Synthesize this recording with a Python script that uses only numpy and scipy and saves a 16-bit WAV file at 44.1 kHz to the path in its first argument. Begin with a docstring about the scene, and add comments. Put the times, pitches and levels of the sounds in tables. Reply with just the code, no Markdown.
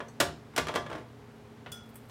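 """Small kitchen: a metal teapot is set down on the counter, knocks, rocks on its foot and slides to rest.
Knocks are noise clatter plus decaying pot modes; the slide is a train of stick-slip clicks.
China and glass clink lightly and a bracelet ticks as the hand moves on: noise ticks plus modes.
The counter thuds low; short echoes, steady air noise and a faint appliance hum form the room."""
import sys
import numpy as np
from scipy import signal
from scipy.fft import rfft, irfft
from scipy.io import wavfile

SR = 44100
rng = np.random.default_rng(int(sys.argv[2]) if len(sys.argv) > 2 else 0)


def generate_wav(sig):
    """Save sig (samples, or channels by samples) to the path in sys.argv[1] as 16-bit PCM at SR."""
    pcm = np.round(np.clip(np.atleast_2d(sig).T, -1, 1) * 32767).astype(np.int16)
    wavfile.write(sys.argv[1], SR, pcm)


N = 92610
BURST_S = 0.7  # length of every ring, burst and echo tail
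T = np.arange(int(BURST_S * SR)) / SR


def amp(db):
    """Decibels to gain."""
    return 10 ** (np.asarray(db) / 20)


def unit(x):
    """Scales to an energy of one."""
    return x / np.sqrt(np.sum(x ** 2) + 1e-20)


def blow(x):
    """Scales a short sound to the energy of 40 ms at full level."""
    return unit(x) * np.sqrt(.04 * SR)


def read(points, hz):
    """Reads a table on a log-frequency axis."""
    f, value = np.transpose(points)
    return np.interp(np.log(hz + 1), np.log(f + 1), value)


def add(mix, s, sound):
    """Mixes a sound in at time s."""
    part = mix[max(round(s * SR), 0):][:len(sound)]
    part += sound[:len(part)]


def attack(rise_s):
    """Linear rise to one in rise_s seconds."""
    return np.minimum(T / rise_s, 1)


def fade(t60):
    """Falls by 60 dB in t60 seconds."""
    return np.exp(-np.log(1000) * T / t60)


def colour(x, spectrum, bass_db=0, treble_db=0, size=4096):
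    """Causal minimum-phase filter: a spectrum with bass and treble shelves."""
    bass_hz, treble_hz = 330, 3100
    hz = abs(np.fft.fftfreq(size, 1 / SR))
    bass = bass_db / (1 + (hz / bass_hz) ** 2)
    treble = treble_db * hz ** 2 / (hz ** 2 + treble_hz ** 2)
    log_gain = np.log(amp(read(spectrum, hz) + bass + treble))
    taps = np.fft.ifft(np.exp(np.conj(signal.hilbert(log_gain)))).real
    return signal.fftconvolve(x, taps[:size // 2])[:len(x)]


def dying_noise(t60s, rise_s, count=14):
    """White burst whose bands each die at their own speed."""
    hz = np.fft.rfftfreq(len(T), 1 / SR)
    noise = rfft(rng.standard_normal(len(T)))
    centres_hz = np.geomspace(80, 16000, count)
    out = 0
    for centre_hz, own in zip(centres_hz, np.eye(count)):
        band = read(np.c_[centres_hz, own], hz)  # triangular on the log axis
        burst = irfft(noise * band, len(T)) * fade(read(t60s, centre_hz)) * attack(rise_s)
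        out = out + np.sqrt(band.sum()) * unit(burst)
    return unit(out)


def ring(modes, scatter_db=0):
    """Sum of exponentially dying sines with random phases; scatter_db varies the mode levels."""
    out = 0
    for hz, db, t60 in modes:
        level = amp(db + scatter_db * rng.standard_normal())
        out = out + level * fade(t60) * np.sin(2 * np.pi * (hz * T + rng.random()))
    return unit(out)


# Echo decay. Each row: frequency in Hz, t60 in s.
ROOM_T60_S = [(100, 0.85), (260, 0.42), (700, 0.36), (1800, 0.28), (5000, 0.33), (13000, 0.16)]


def room(x, wet_db, delay_s=.003, rise_s=0.011):
    """Direct sound plus the short diffuse echo of a small kitchen."""
    tail = np.r_[np.zeros(int(delay_s * SR)), dying_noise(ROOM_T60_S, rise_s)]
    echo = signal.fftconvolve(x, tail)[:N]
    return (x + amp(wet_db) * echo) / np.sqrt(1 + amp(wet_db) ** 2)


# Air noise spectrum. Each row: frequency in Hz, density in dB per Hz (relative).
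AIR_SPECTRUM = [(15, -40), (25, -22.5), (102, -1), (180, -11), (229, -3), (344, -13), (416, -7), (591, -14),
                (840, -13.5), (1130, -17), (1700, -20.5), (14800, -44.5), (16000, -44)]
AIR_LEVEL_DB = -53.5
# Appliance hum. Each row: frequency in Hz, RMS level in dB.
HUM_TONES = [(119, -57.5), (151, -63.5), (226.5, -58), (270, -66), (414, -63.5)]


def room_tone(waver=0.2, count=12):
    """Steady shaped air noise and appliance hum whose level and phase waver slightly."""
    t = np.arange(N) / SR
    gain = amp(read(AIR_SPECTRUM, np.fft.rfftfreq(N, 1 / SR)))
    air = unit(irfft(rfft(rng.standard_normal(N)) * gain, N)) * np.sqrt(N)

    def wander():
        return waver * np.interp(t, np.linspace(0, t[-1], count), rng.standard_normal(count))

    hum = 0
    for hz, db in HUM_TONES:
        depth, drift_rad = wander(), wander()
        tone = np.sin(2 * np.pi * (hz * t + rng.random()) + drift_rad)
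        hum = hum + amp(db) * np.sqrt(2) * (1 + depth) * tone
    return amp(AIR_LEVEL_DB) * air + hum


# Counter thuds. Each row: start in seconds, level in dB.
COUNTER_THUDS = [(0.216, -42.5), (0.573, -41.5), (0.754, -48), (0.862, -50.5), (1.644, -51.5)]
# Counter modes. Each row: frequency in Hz, level in dB, t60 in s.
COUNTER_MODES = [(70.2, -1, 0.34), (95.6, -4, 0.43), (122, -21, 1), (156.3, -4.5, 0.49)]


def counter(rise_s=0.074):
    """The worktop modes swell into a low boom and die away."""
    out = np.zeros(N)
    for s, db in COUNTER_THUDS:
        add(out, s, amp(db) * blow(ring(COUNTER_MODES) * attack(rise_s) ** 2))
    return out


# Worktop and near-wall reflections of a tick. Each row: delay in s, level in dB.
TICK_REFLECTIONS = [(.0033, -2.5), (.0052, -10), (.0086, -15), (0.0113, -7)]


def clinks(events, modes, contact, tick_db, tick_t60, wet_db, detune=0):
    """Light hard contacts: a noise tick with reflections, and a clear ring; detune varies the size."""
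    ticks, rings = np.zeros(N), np.zeros(N)
    for s, db in events:
        noise = rng.standard_normal(len(T)) * fade(tick_t60)
        tick = amp(db + tick_db) * blow(colour(noise, contact))
        for delay_s, echo_db in [(0, 0)] + TICK_REFLECTIONS:
            add(ticks, s + delay_s, amp(echo_db) * tick)
        size = 1 + detune * rng.standard_normal()
        tones = ring([(hz / size, level, t60) for hz, level, t60 in modes])
        add(rings, s, amp(db) * blow(tones * attack(0.0014)))
    return room(ticks, wet_db) + room(rings, wet_db=-11.5)


# Hard contact of china and glass. Each row: frequency in Hz, density in dB per Hz.
HARD_CONTACT = [(100, -35), (1100, -17), (2200, -5), (3100, -4), (4200, -4.5), (5500, 3.5), (7500, -0.5),
                (11500, -1.5), (13200, -12), (15000, -3), (16500, -15)]
# Glass clinks. Each row: start in seconds, level in dB.
GLASS_EVENTS = [(.0835, -61.5)]
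# Glass modes. Each row: frequency in Hz, level in dB, t60 in s.
GLASS_MODES = [(4400, -9, 0.2), (5975, 4, 0.062), (6500, -5, .16), (8030, -9, 0.18), (8340, -15, .12),
               (9700, -15, 0.13), (11100, -17, .1), (13100, -29, .1)]


def glass():
    """Faint tick and short high glass modes."""
    return clinks(GLASS_EVENTS, GLASS_MODES, HARD_CONTACT, tick_db=-11, tick_t60=.03, wet_db=-7)


# China clinks. Each row: start in seconds, level in dB.
CHINA_EVENTS = [(.752, -50.5), (1.7186, -44.5), (1.9575, -69)]
# China modes. Each row: frequency in Hz, level in dB, t60 in s.
CHINA_MODES = [(1319, -17, .8), (1419, -11, .55), (2980, -7, .07), (3352, -3, .36), (3413, 1, .26),
               (5211, -13, .32), (6002, -13, .22), (6799, -19, .22), (8118, -21, .24), (8193, -16, .2),
               (9819, -10, .07), (10300, -18, .15), (11600, -14, .07), (14600, -14, .12)]


def china():
    """Light clinks on china modes, the lowest ringing longest."""
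    return clinks(CHINA_EVENTS, CHINA_MODES, HARD_CONTACT, tick_db=-7, tick_t60=.03, wet_db=-6)


# Bead contact. Each row: frequency in Hz, density in dB per Hz.
BEAD_CONTACT = [(100, -25), (2000, 0), (5500, -21), (8000, -3), (10000, -3), (14000, 3), (16000, -8)]
# Bracelet ticks. Each row: start in seconds, level in dB.
BRACELET_EVENTS = [(1.834, -82), (1.861, -80), (1.891, -75), (1.9, -79), (1.943, -72), (1.9565, -59.5),
                   (2.013, -85), (2.035, -81), (2.054, -80), (2.066, -85), (2.089, -74.5)]
# Bead modes. Each row: frequency in Hz, level in dB, t60 in s.
BRACELET_MODES = [(8166, -6, .15), (8489, -5, .14), (9862, -3, .1), (10150, -6, .1), (11300, -6, .05),
                  (12350, -7, .11), (13940, -3, .1), (15200, -8, .05)]


def bracelet():
    """Tiny bead ticks, each bead with its own size and so its own pitch."""
    return clinks(BRACELET_EVENTS, BRACELET_MODES, BEAD_CONTACT,
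                  tick_db=0, tick_t60=.012, wet_db=-10, detune=.006)


# Pot and counter modes, for rubs and knocks.
# Each row: frequency in Hz, dB struck at one side of the foot, dB struck at the other, t60 in s.
POT_MODES = [(290, -5, -19, .32), (378, -1, -8, .28), (434, -7, -7, .28), (482, -17, -6, .25),
             (581, 2, -7, .21), (612, -13, 0, .2), (695, -2, -6, .23), (950, -7, -14, .25),
             (1045, -12, -7, .23), (1174, -9, -1, .22), (1446, 3, -12, .17), (1700, -11, -1, .17),
             (2015, -2, -18, .19), (2282, -8, -13, .17), (3260, -11, -7, .15), (3537, -19, -17, .3),
             (9825, -16, -32, .12)]


def rub(levels, spectrum, ring_db, slips_per_s=600, slip_spread_db=6.5):
    """Sticking and slipping: uneven small clicks drive the pot and counter."""
    slipping = rng.random(N) < slips_per_s / SR
    sign = rng.choice([-1, 1], N)
    size = amp(slip_spread_db * np.minimum(rng.exponential(1, N), 3))
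    level_db = np.interp(np.arange(N) / SR, *np.transpose(levels), left=-120, right=-120)
    slips = unit(slipping * sign * size) * np.sqrt(N) * amp(level_db)
    grain = unit(colour(dying_noise([(100, 0.07), (8000, 0.05)], 0.00054), spectrum))
    tones = ring([(hz, far, t60) for hz, near, far, t60 in POT_MODES])
    body = unit(grain + amp(ring_db) * tones)
    return room(signal.fftconvolve(slips, body)[:N], wet_db=-5.5)


# Scuff level. Each row: time in seconds, level in dB.
SCUFF_LEVELS = [(1.657, -68), (1.663, -51), (1.672, -43), (1.69, -56), (1.71, -73), (1.73, -85)]
# Scuff spectrum. Each row: frequency in Hz, density in dB per Hz.
SCUFF_SPECTRUM = [(60, -26), (300, -3), (700, 5), (1200, -3), (1900, 3.5), (3000, -2), (4800, -15),
                  (7000, -32), (15000, -43)]


def scuff():
    """A brief stick-slip scuff by the cup."""
    return rub(SCUFF_LEVELS, SCUFF_SPECTRUM, ring_db=-16)


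# Slide level. Each row: time in seconds, level in dB.
SLIDE_LEVELS = [(.5, -69), (.55, -46.5), (.62, -83), (.71, -39.5), (.8, -64), (.85, -65), (0.889, -41.5),
                (.925, -43.5), (.965, -44), (.995, -48), (1.016, -64), (1.06, -93)]
# Scrape spectrum. Each row: frequency in Hz, density in dB per Hz.
SCRAPE_SPECTRUM = [(60, -17), (200, 1), (450, 7), (1200, -1.5), (2200, -8), (3500, -17), (6000, -24.5),
                   (15000, -40)]


def slide():
    """The foot scrapes over the counter in surges."""
    return rub(SLIDE_LEVELS, SCRAPE_SPECTRUM, ring_db=-12)


# Pot knocks. Each row: start in seconds, level in dB, bass shelf in dB, treble shelf in dB,
# build-up in s, contact place 0-1 across the foot, ring in dB re clatter, contact upper edge in Hz.
POT_KNOCKS = [(.003, -40.5, -9, -23.5, 0.00067, 0.53, -5.5, 11900),
              (.2008, -26.5, 1.5, 7.5, 0.0025, 0, -5.5, 18900),
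              (0.2083, -28.5, 7.5, 4.5, 0.0017, 0.27, -5, 14000),
              (0.5626, -37, -3, 9, 0.00043, 0.7, -11, 19000),
              (0.5777, -27.5, -2, -2, 0.0022, 0.72, -7.5, 16000),
              (.669, -42.5, -10, -6.5, 0.00089, 1, 2.5, 14000),
              (0.683, -36, -10, -12, 0.0015, 0.65, -4.5, 12000),
              (0.739, -40.5, 2, -10, 0.0013, 0.8, 1, 13900),
              (.752, -39.5, 6.5, -1.5, 0.00044, 0.5, -11, 9000),
              (0.7568, -31.5, -4, -9, 0.0022, 0.93, -0.5, 13200),
              (0.8629, -45, 3, -16, 0.00085, 1, -2.5, 12100), (.912, -42, -4, -25, 0.0038, 1, -11, 8000),
              (.927, -46, -1, -13, 0.0022, 0.6, -2.5, 8700), (.951, -43.5, 8, -16, 0.00071, 1, -9, 7000),
              (1.661, -50, -8, 4, 0.0013, .1, -6, 2610), (2.095, -55, -5, -8, 0.0024, .5, -16, 13300)]
# Clatter spectrum. Each row: frequency in Hz, density in dB per Hz.
CLATTER_SPECTRUM = [(40, -26), (90, -4), (170, -2), (450, 2), (700, -0.5), (1200, -1), (2400, -5),
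                    (3400, -6.5), (4500, -11), (7000, -13.5), (11000, -20.5), (16000, -26)]
# Clatter decay. Each row: frequency in Hz, t60 in s.
CLATTER_T60_S = [(100, 0.16), (500, 0.087), (2000, 0.082), (6000, 0.052), (15000, 0.04)]


def teapot():
    """Each knock is a dense clatter and a ring whose balance depends on where the foot lands."""
    clatter, rings = np.zeros(N), np.zeros(N)
    for s, db, bass_db, treble_db, rise_s, place, ring_db, edge_hz in POT_KNOCKS:
        contact = signal.butter(2, edge_hz, fs=SR)
        burst = colour(dying_noise(CLATTER_T60_S, rise_s), CLATTER_SPECTRUM, bass_db, treble_db)
        add(clatter, s, amp(db) * blow(signal.lfilter(*contact, burst)))
        modes = [(hz, near + place * (far - near), t60) for hz, near, far, t60 in POT_MODES]
        tones = ring(modes) * attack(0.0026)
        add(rings, s, amp(db + ring_db) * blow(signal.lfilter(*contact, tones)))
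    return room(clatter, wet_db=-8) + room(rings, wet_db=-15.5)


def scene():
    """The pot, its neighbours and the room, as one channel."""
    pot = teapot() + counter() + slide()
    neighbours = scuff() + china() + glass() + bracelet()
    return (pot + neighbours + room_tone())[None]


def record(dry, edge_hz=16200):
    """Linear-phase low-pass that limits the band."""
    taps = signal.firwin(255, edge_hz, window=("kaiser", 9), fs=SR)
    return signal.oaconvolve(dry, taps[None], "same")


dry = scene()
out = record(dry)
generate_wav(out)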